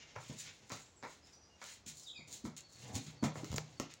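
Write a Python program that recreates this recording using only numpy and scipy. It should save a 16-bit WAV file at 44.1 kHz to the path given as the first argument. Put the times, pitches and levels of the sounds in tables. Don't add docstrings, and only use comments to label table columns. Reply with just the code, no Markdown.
import sys
import numpy as np
from scipy import signal
from scipy.fft import rfft, irfft
from scipy.io import wavfile
from scipy.ndimage import uniform_filter1d

SR = 44100
rng = np.random.default_rng(int(sys.argv[2]) if len(sys.argv) > 2 else 0)


def inscribe(sig):
    pcm = np.round(np.clip(np.atleast_2d(sig).T, -1, 1) * 32767)
    wavfile.write(sys.argv[1], SR, pcm.astype(np.int16))


N = 176400
T = np.arange(N) / SR

# (time [s], thump level [dB], thump pitch [Hz], thump decay [s], clop level [dB],
# clop centre [Hz], crack level [dB], direct over echo [dB])
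FOOTFALLS = [ (0.154, -32, 125, 0.0034, -20, 1230, -47, -16),
             (0.162, -21, 124, 0.0047, -17, 1060, -34, 0.5), (0.296, -15, 207, 0.0025, -27.5, 456, -50, 0),
             (0.310, -20.5, 166, 0.0022, -26.5, 500, -55, -1.5),
             (0.701, -25.5, 260, 0.0021, -18.5, 1250, -49, -5.5),
             (0.719, -18.5, 180, 0.0017, -19, 990, -16.5, -1.5),
             (1.027, -35, 250, 0.0041, -22, 1300, -54, -1),
             (1.034, -24.5, 238, 0.0011, -14.5, 940, -26, -7),
             (1.616, -34, 194, 0.0021, -20, 1390, -44, -4.5), (1.865, -24, 173, 0.0023, -63, 2000, -31, -2),
             (2.187, -26.5, 157, 0.0022, -33.5, 510, -65, -13),
             (2.441, -11, 232, 0.0029, -38, 493, -43, -1.5),
             (2.452, -13.5, 197, 0.0022, -20.5, 950, -27, -1.5),
             (2.947, -7, 112, 0.0066, -36, 600, -35.5, 9.5),
             (2.962, -13.5, 253, 0.0037, -30, 1640, -20, 0.5),
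             (3.063, -17.5, 144, 0.002, -44, 900, -25, -31),
             (3.226, -0.5, 230, 0.0023, -17, 910, -40, -5.5), (3.230, -11, 219, 0.0025, -14, 710, -30, 6),
             (3.240, -4.5, 149.3, 0.0076, -11, 850, -17, 0.5), (3.356, -22, 250, 0.0023, -18, 850, -32, 1),
             (3.433, -14.5, 296, 0.0019, -27, 550, -49, 5.5), (3.445, -25, 298, .003, -27, 805, -23, 3),
             (3.502, -12, 95, 0.0028, -38, 500, -38, 6), (3.517, -22, 151, 0.0033, -28, 900, -26, 11),
             (3.528, -13.5, 138, 0.001, -24.5, 885, -30, 31),
             (3.542, -9, 143, 0.0021, -19.5, 486, -24.5, 7), (3.562, -26, 114, .004, -25.5, 860, -42, -5),
             (3.582, -16.5, 430, 0.0011, -13, 1710, -15, 18),
             (3.799, -9.5, 245, 0.0012, -13, 700, -14, 3.5)]
# (frequency [Hz], gain [dB])
CRACK_EQ = [(300, -17), (1500, -2.5), (4000, 3), (7000, 4), (8300, -12), (13000, -16), (15500, -7.5)]
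CRACK_DECAY_S = 0.0015
NEAR_DIRECT_DB, DULLING = 13, 0.25


def footfalls():
    out, t = np.zeros(N), T[:SR // 2]
    for s, thump_db, thump_hz, decay_s, clop_db, clop_hz, crack_db, direct_db in FOOTFALLS:
        stall = stall_echo()
        thump = np.sin(2 * np.pi * thump_hz * t) * t * np.exp(-t / decay_s)
        clop = hoof_clop(t, clop_hz)
        dull_db = DULLING * min(direct_db - NEAR_DIRECT_DB, 0)
        crack = equalise(contact(t, CRACK_DECAY_S, CRACK_EQ), [(6000, 0), (14000, dull_db)])
        for db, layer in ((thump_db, thump), (clop_db, clop), (crack_db, crack)):
            add(out, s, undb(db) * unit(reverb(layer, stall, direct_db)))
    return out


# (frequency [Hz], relative level [dB], t60 [s])
HORN_MODES = [(600, 3, 0.022), (706, -10, 0.089), (985, 8.5, 0.01), (1336, 3, 0.023), (1797, 9, 0.0087),
              (2185, 7, 0.008)]
# (frequency [Hz], gain [dB])
KNOCK_EQ = [(100, -12), (400, 6.5), (1400, -12), (2300, 3), (3200, -10), (6000, 14), (16000, -31)]
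KNOCK_DB, HORN_DB, HORN_DETUNE = 5, -4, 0.015


def hoof_clop(t, centre_hz):
    horn = 0
    for k, (hz, db, t60) in enumerate(HORN_MODES):
        detuned_hz = hz * (1 + HORN_DETUNE * rng.standard_normal())
        horn += (-1) ** k * undb(db) * ring(t, detuned_hz, t60)
    knock = contact(t, decay_s=0.00083, eq=KNOCK_EQ)
    octaves = np.arange(-4, 5)
    hollow_eq = np.c_[centre_hz * 2. ** octaves, -4.5 * octaves ** 2]
    return equalise(undb(HORN_DB) * unit(horn) + undb(KNOCK_DB) * knock, hollow_eq)


def contact(t, decay_s, eq):
    force = 0.6 * unit(rng.standard_normal(len(t)) * np.exp(-t / decay_s))
    force[0] += 1
    return unit(equalise(force, eq))


# (peak time [s], rise [s], decay [s], sand level [dB], rasp level [dB], rub level [dB])
HOOF_DRAGS = [ (0.06, 0.29, 0.094, -80, -55.5, -63.5), (0.271, 0.083, 0.27, -57, -55, -65),
              (0.407, 0.019, 0.026, -42.5, -53.5, -97), (0.473, 0.022, 0.024, -98, -52.5, -56),
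              (0.634, 0.029, 0.013, -115.5, -67, -56.5), (0.723, 0.028, 0.082, -51.5, -55, -57),
              (1.12, 0.061, 0.033, -54.5, -56.5, -79), (1.28, 0.037, 0.035, -63, -64.5, -75),
              (1.335, 0.0062, 0.017, -64, -66, -74), (1.635, 0.038, 0.045, -65.5, -57.5, -82),
              (1.707, 0.068, 0.041, -47, -54, -74), (1.865, .003, 0.034, -48.5, -54, -78),
              (1.899, 0.022, 0.014, -49, -62, -79), (1.984, 0.037, 0.079, -50, -96, -72),
              (2.283, 0.0087, 0.061, -53.5, -62, -52), (2.343, 0.028, 0.031, -46, -57, -68.5),
              (2.458, 0.013, 0.021, -49.5, -65, -64), (2.571, 0.0041, 0.016, -42, -51.5, -69),
              (2.73, 0.039, 0.033, -59, -88, -64.5), (2.829, 0.065, 0.074, -55.5, -53.5, -56),
              (2.909, 0.055, 0.064, -65, -76, -44.5), (2.959, 0.015, 0.014, -34, -44, -38.5),
              (3.04, 0.026, 0.037, -53, -62, -70), (3.072, 0.011, 0.017, -55, -59.5, -66),
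              (3.15, 0.048, 0.031, -74.5, -61.5, -52), (3.248, 0.015, 0.015, -42, -41, -29.5),
              (3.38, 0.029, 0.025, -49.5, -51.5, -42.5), (3.534, 0.091, 0.014, -53, -53.5, -54),
              (3.562, 0.002, 0.004, -31, -42, -47), (3.577, 0.0063, 0.0089, -53, -66, -33.5),
              (3.71, 0.13, 0.12, -67.5, -62, -57), (3.814, .008, 0.029, -77, -50, -54),
              (3.917, 0.018, 0.0073, -61, -49, -93)]
# (frequency [Hz], gain [dB])
SAND_EQ = [(500, -39), (2500, -18), (4200, -3), (5300, -7.5), (7100, 4), (8300, -8), (10500, -15.5),
           (13500, -27.5), (15300, -12.5)]
# (frequency [Hz], gain [dB])
RASP_EQ = [(200, -27), (900, -6.5), (2200, 9.5), (4300, 5.5), (7000, 5.5), (9000, -36), (16000, -42)]
# (frequency [Hz], gain [dB])
RUB_EQ = [(30, -41), (60, -11), (105, 10.5), (260, 1), (400, -7.5), (700, -4.5), (1300, -19.5), (4000, -33),
          (16000, -51)]
SCUFF_DB, GRAVEL_DB = -5.5, -7
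RELEASE_POWER = 1.24


def scuffs():
    sand, rasp, rub = (grains(eq, per_s=7000) for eq in (SAND_EQ, RASP_EQ, RUB_EQ))
    gravel = grains(SAND_EQ, per_s=70)
    slide, crackle = 0, 0
    for s, rise_s, decay_s, sand_db, rasp_db, rub_db in HOOF_DRAGS:
        attack = (np.minimum(T - s, 0) / rise_s) ** 2
        release = (np.maximum(T - s, 0) / decay_s) ** RELEASE_POWER
        swell = np.exp(-attack - release)
        slide += swell * (undb(sand_db) * sand + undb(rasp_db) * rasp + undb(rub_db) * rub)
        crackle += swell * undb(sand_db + GRAVEL_DB) * gravel
    stall = stall_echo()
    return undb(SCUFF_DB) * (reverb(slide, stall, direct_db=2) + reverb(crackle, stall, direct_db=3))


def grains(eq, per_s):
    size_db = 3.2 * np.minimum(rng.exponential(size=N), 4)
    clump_db = 2.8 * wander(per_s=130)
    clicks = undb(size_db + clump_db) * rng.choice([-1, 1], N)
    struck = rng.random(N) < per_s / SR
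    return level(equalise(clicks * struck, eq), 0)


# (time [s], level [dB])
GRIT_SNAPS = [(1.641, -26), (1.971, -31.5), (2.566, -29), (2.581, -29), (2.607, -30), (3.939, -28)]


def grit_snaps():
    out = np.zeros(N)
    for s, db in GRIT_SNAPS:
        snap = contact(T[:SR // 2], CRACK_DECAY_S, SAND_EQ)
        add(out, s, undb(db) * unit(reverb(snap, stall_echo(), direct_db=9)))
    return out


# (frequency [Hz], level [dB], t60 [s])
STALL_MODES = [(124, -57, 0.62), (153.3, -51.5, 0.38), (254.5, -71.5, 0.33)]
# (frequency [Hz], t60 [s])
STALL_DECAY = [(100, 0.18), (400, 0.23), (1500, 0.31), (5000, 0.31), (9000, 0.12), (16000, 0.13)]
ECHO_BUILD_S, BOUNCES_PER_S, BOUNCE_DB = 0.0023, 350, -7.5


def stall_echo():
    t = T[:SR // 2]
    bounces = rng.standard_normal(len(t)) * (rng.random(len(t)) < BOUNCES_PER_S / SR)
    spectrum = rfft(unit(rng.standard_normal(len(t))) + undb(BOUNCE_DB) * unit(bounces))
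    hz = np.arange(len(spectrum)) * SR / len(t)
    octave = np.clip(np.log2((hz + 1) / 125), 0, 7)
    tail = 0
    for k in range(8):
        band = irfft(spectrum * np.maximum(1 - abs(octave - k), 0), len(t))
        tail += band * fade(t, on_log(125 * 2 ** k, STALL_DECAY))
    build = 1 - np.exp(-t / ECHO_BUILD_S)
    boom = sum(undb(db) * ring(t, mode_hz, t60) for mode_hz, db, t60 in STALL_MODES)
    return unit(tail * build) + boom


# (time [s], length [s], start pitch [Hz], end pitch [Hz], level [dB])
BIRD_NOTES = [(0.01, 0.016, 2850, 2770, -59), (0.80, 0.049, 7740, 7140, -61.5),
              (0.959, 0.038, 7830, 6990, -63), (1.223, 0.036, 4800, 5640, -64),
              (1.323, 0.017, 5400, 4510, -61), (1.33, 0.026, 5950, 5800, -60),
              (1.408, .05, 5880, 5790, -67.5), (1.424, 0.033, 4810, 5170, -66),
              (1.516, .06, 5790, 5530, -73.5), (1.488, 0.072, 2860, 2756, -73),
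              (2.018, 0.039, 5730, 4500, -61), (2.062, 0.039, 3920, 3120, -49),
              (2.085, 0.032, 4026, 3507, -51.5), (2.137, 0.054, 2587, 2373, -56.5),
              (2.167, 0.043, 2500, 2060, -56), (2.147, 0.0396, 5150, 4300, -57),
              (2.15, 0.021, 3880, 3610, -54), (2.077, 0.015, 7730, 6610, -55),
              (2.165, 0.0274, 7470, 6900, -62.5), (2.627, 0.077, 4510, 4230, -63.5),
              (2.724, 0.076, 4480, 4160, -65), (3.163, 0.1, 4540, 4330, -65),
              (3.767, 0.024, 4400, 4500, -65)]


def birds():
    out, waver = np.zeros(N), 1 + 0.012 * wander(per_s=300)
    for s, length_s, start_hz, end_hz, db in BIRD_NOTES:
        progress = np.linspace(0, 1, int(length_s * SR))
        glide_hz = start_hz + (end_hz - start_hz) * progress
        hz = glide_hz * waver[int(s * SR):][:len(progress)]
        arch = 2 * np.sqrt(2 * progress * (1 - progress))
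        add(out, s, undb(db) * arch * np.sin(2 * np.pi * np.cumsum(hz) / SR))
    yard = unit(rng.standard_normal(SR) * fade(T[:SR], t60=0.39))
    return reverb(out, yard, direct_db=-6)


# (frequency [Hz], gain [dB])
AIR_EQ = [(25, -2), (45, 8), (70, 9.5), (130, -0.5), (300, -1), (800, -6), (2000, -13), (3600, -17.5),
          (5500, -12), (7000, -16.5), (8500, -29.5), (13000, -41), (15500, -39)]
HUSH_DB, DRIFT_DB = -66.5, 0.66


def hush():
    air = level(equalise(rng.standard_normal(N), AIR_EQ), HUSH_DB)
    rumble = signal.sosfilt(signal.butter(2, 1500, fs=SR, output="sos"), air)
    rumble = signal.sosfilt(signal.butter(2, 1500, fs=SR, output="sos"), rumble[::-1])[::-1]
    hiss = air - rumble
    return rumble * undb(DRIFT_DB * wander(per_s=4.39)) + hiss * undb(DRIFT_DB * wander(per_s=4.26))


def reverb(x, response, direct_db):
    direct = undb(direct_db)
    return (direct * x + signal.fftconvolve(x, response)[:len(x)]) / np.hypot(direct, 1)


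def equalise(x, points):
    n = 4096
    hz = np.arange(n // 2 + 1) * SR / n
    cepstrum = irfft(np.log(undb(on_log(hz, points))))
    cepstrum[1:n // 2] *= 2
    cepstrum[n // 2 + 1:] = 0
    return signal.fftconvolve(x, irfft(np.exp(rfft(cepstrum))))[:len(x)]


def on_log(hz, points):
    point_hz, values = np.array(points, float).T
    return np.interp(np.log(hz + 1e-9), np.log(point_hz), values)


def ring(t, hz, t60):
    return np.sin(2 * np.pi * hz * t) * fade(t, t60)


def fade(t, t60):
    return np.exp(-np.log(1000) * t / t60)


def wander(per_s):
    hold = int(SR / per_s)
    steps = np.repeat(rng.standard_normal(N // hold + 1), hold)
    smooth = uniform_filter1d(uniform_filter1d(steps, hold), hold)[:N]
    return smooth / smooth.std()


def undb(db):
    return 10 ** (np.asarray(db) / 20)


def unit(x):
    return x / np.sqrt(np.sum(x ** 2) + 1e-18)


def level(x, db):
    return unit(x) * np.sqrt(len(x)) * undb(db)


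def add(out, s, x):
    i = int(s * SR)
    out[i:i + len(x)] += x[:len(out) - i]


def scene():
    return (footfalls() + grit_snaps() + scuffs() + birds() + hush())[None]


# (frequency [Hz], width [Hz], added level [dB])
MIC_RESONANCES = [(6530, 220, -10), (6620, 130, -31)]
LOW_CUT_HZ, HIGH_CUT_HZ = 68, 15850


def record(dry):
    ringing = sum(undb(db) * signal.lfilter(*signal.iirpeak(hz, hz / width, fs=SR), dry)
                  for hz, width, db in MIC_RESONANCES)
    thinned = signal.sosfilt(signal.butter(3, LOW_CUT_HZ, "high", fs=SR, output="sos"), dry + ringing)
    return signal.sosfilt(signal.ellip(8, .2, 70, HIGH_CUT_HZ, fs=SR, output="sos"), thinned)


dry = scene()
out = record(dry)
inscribe(out)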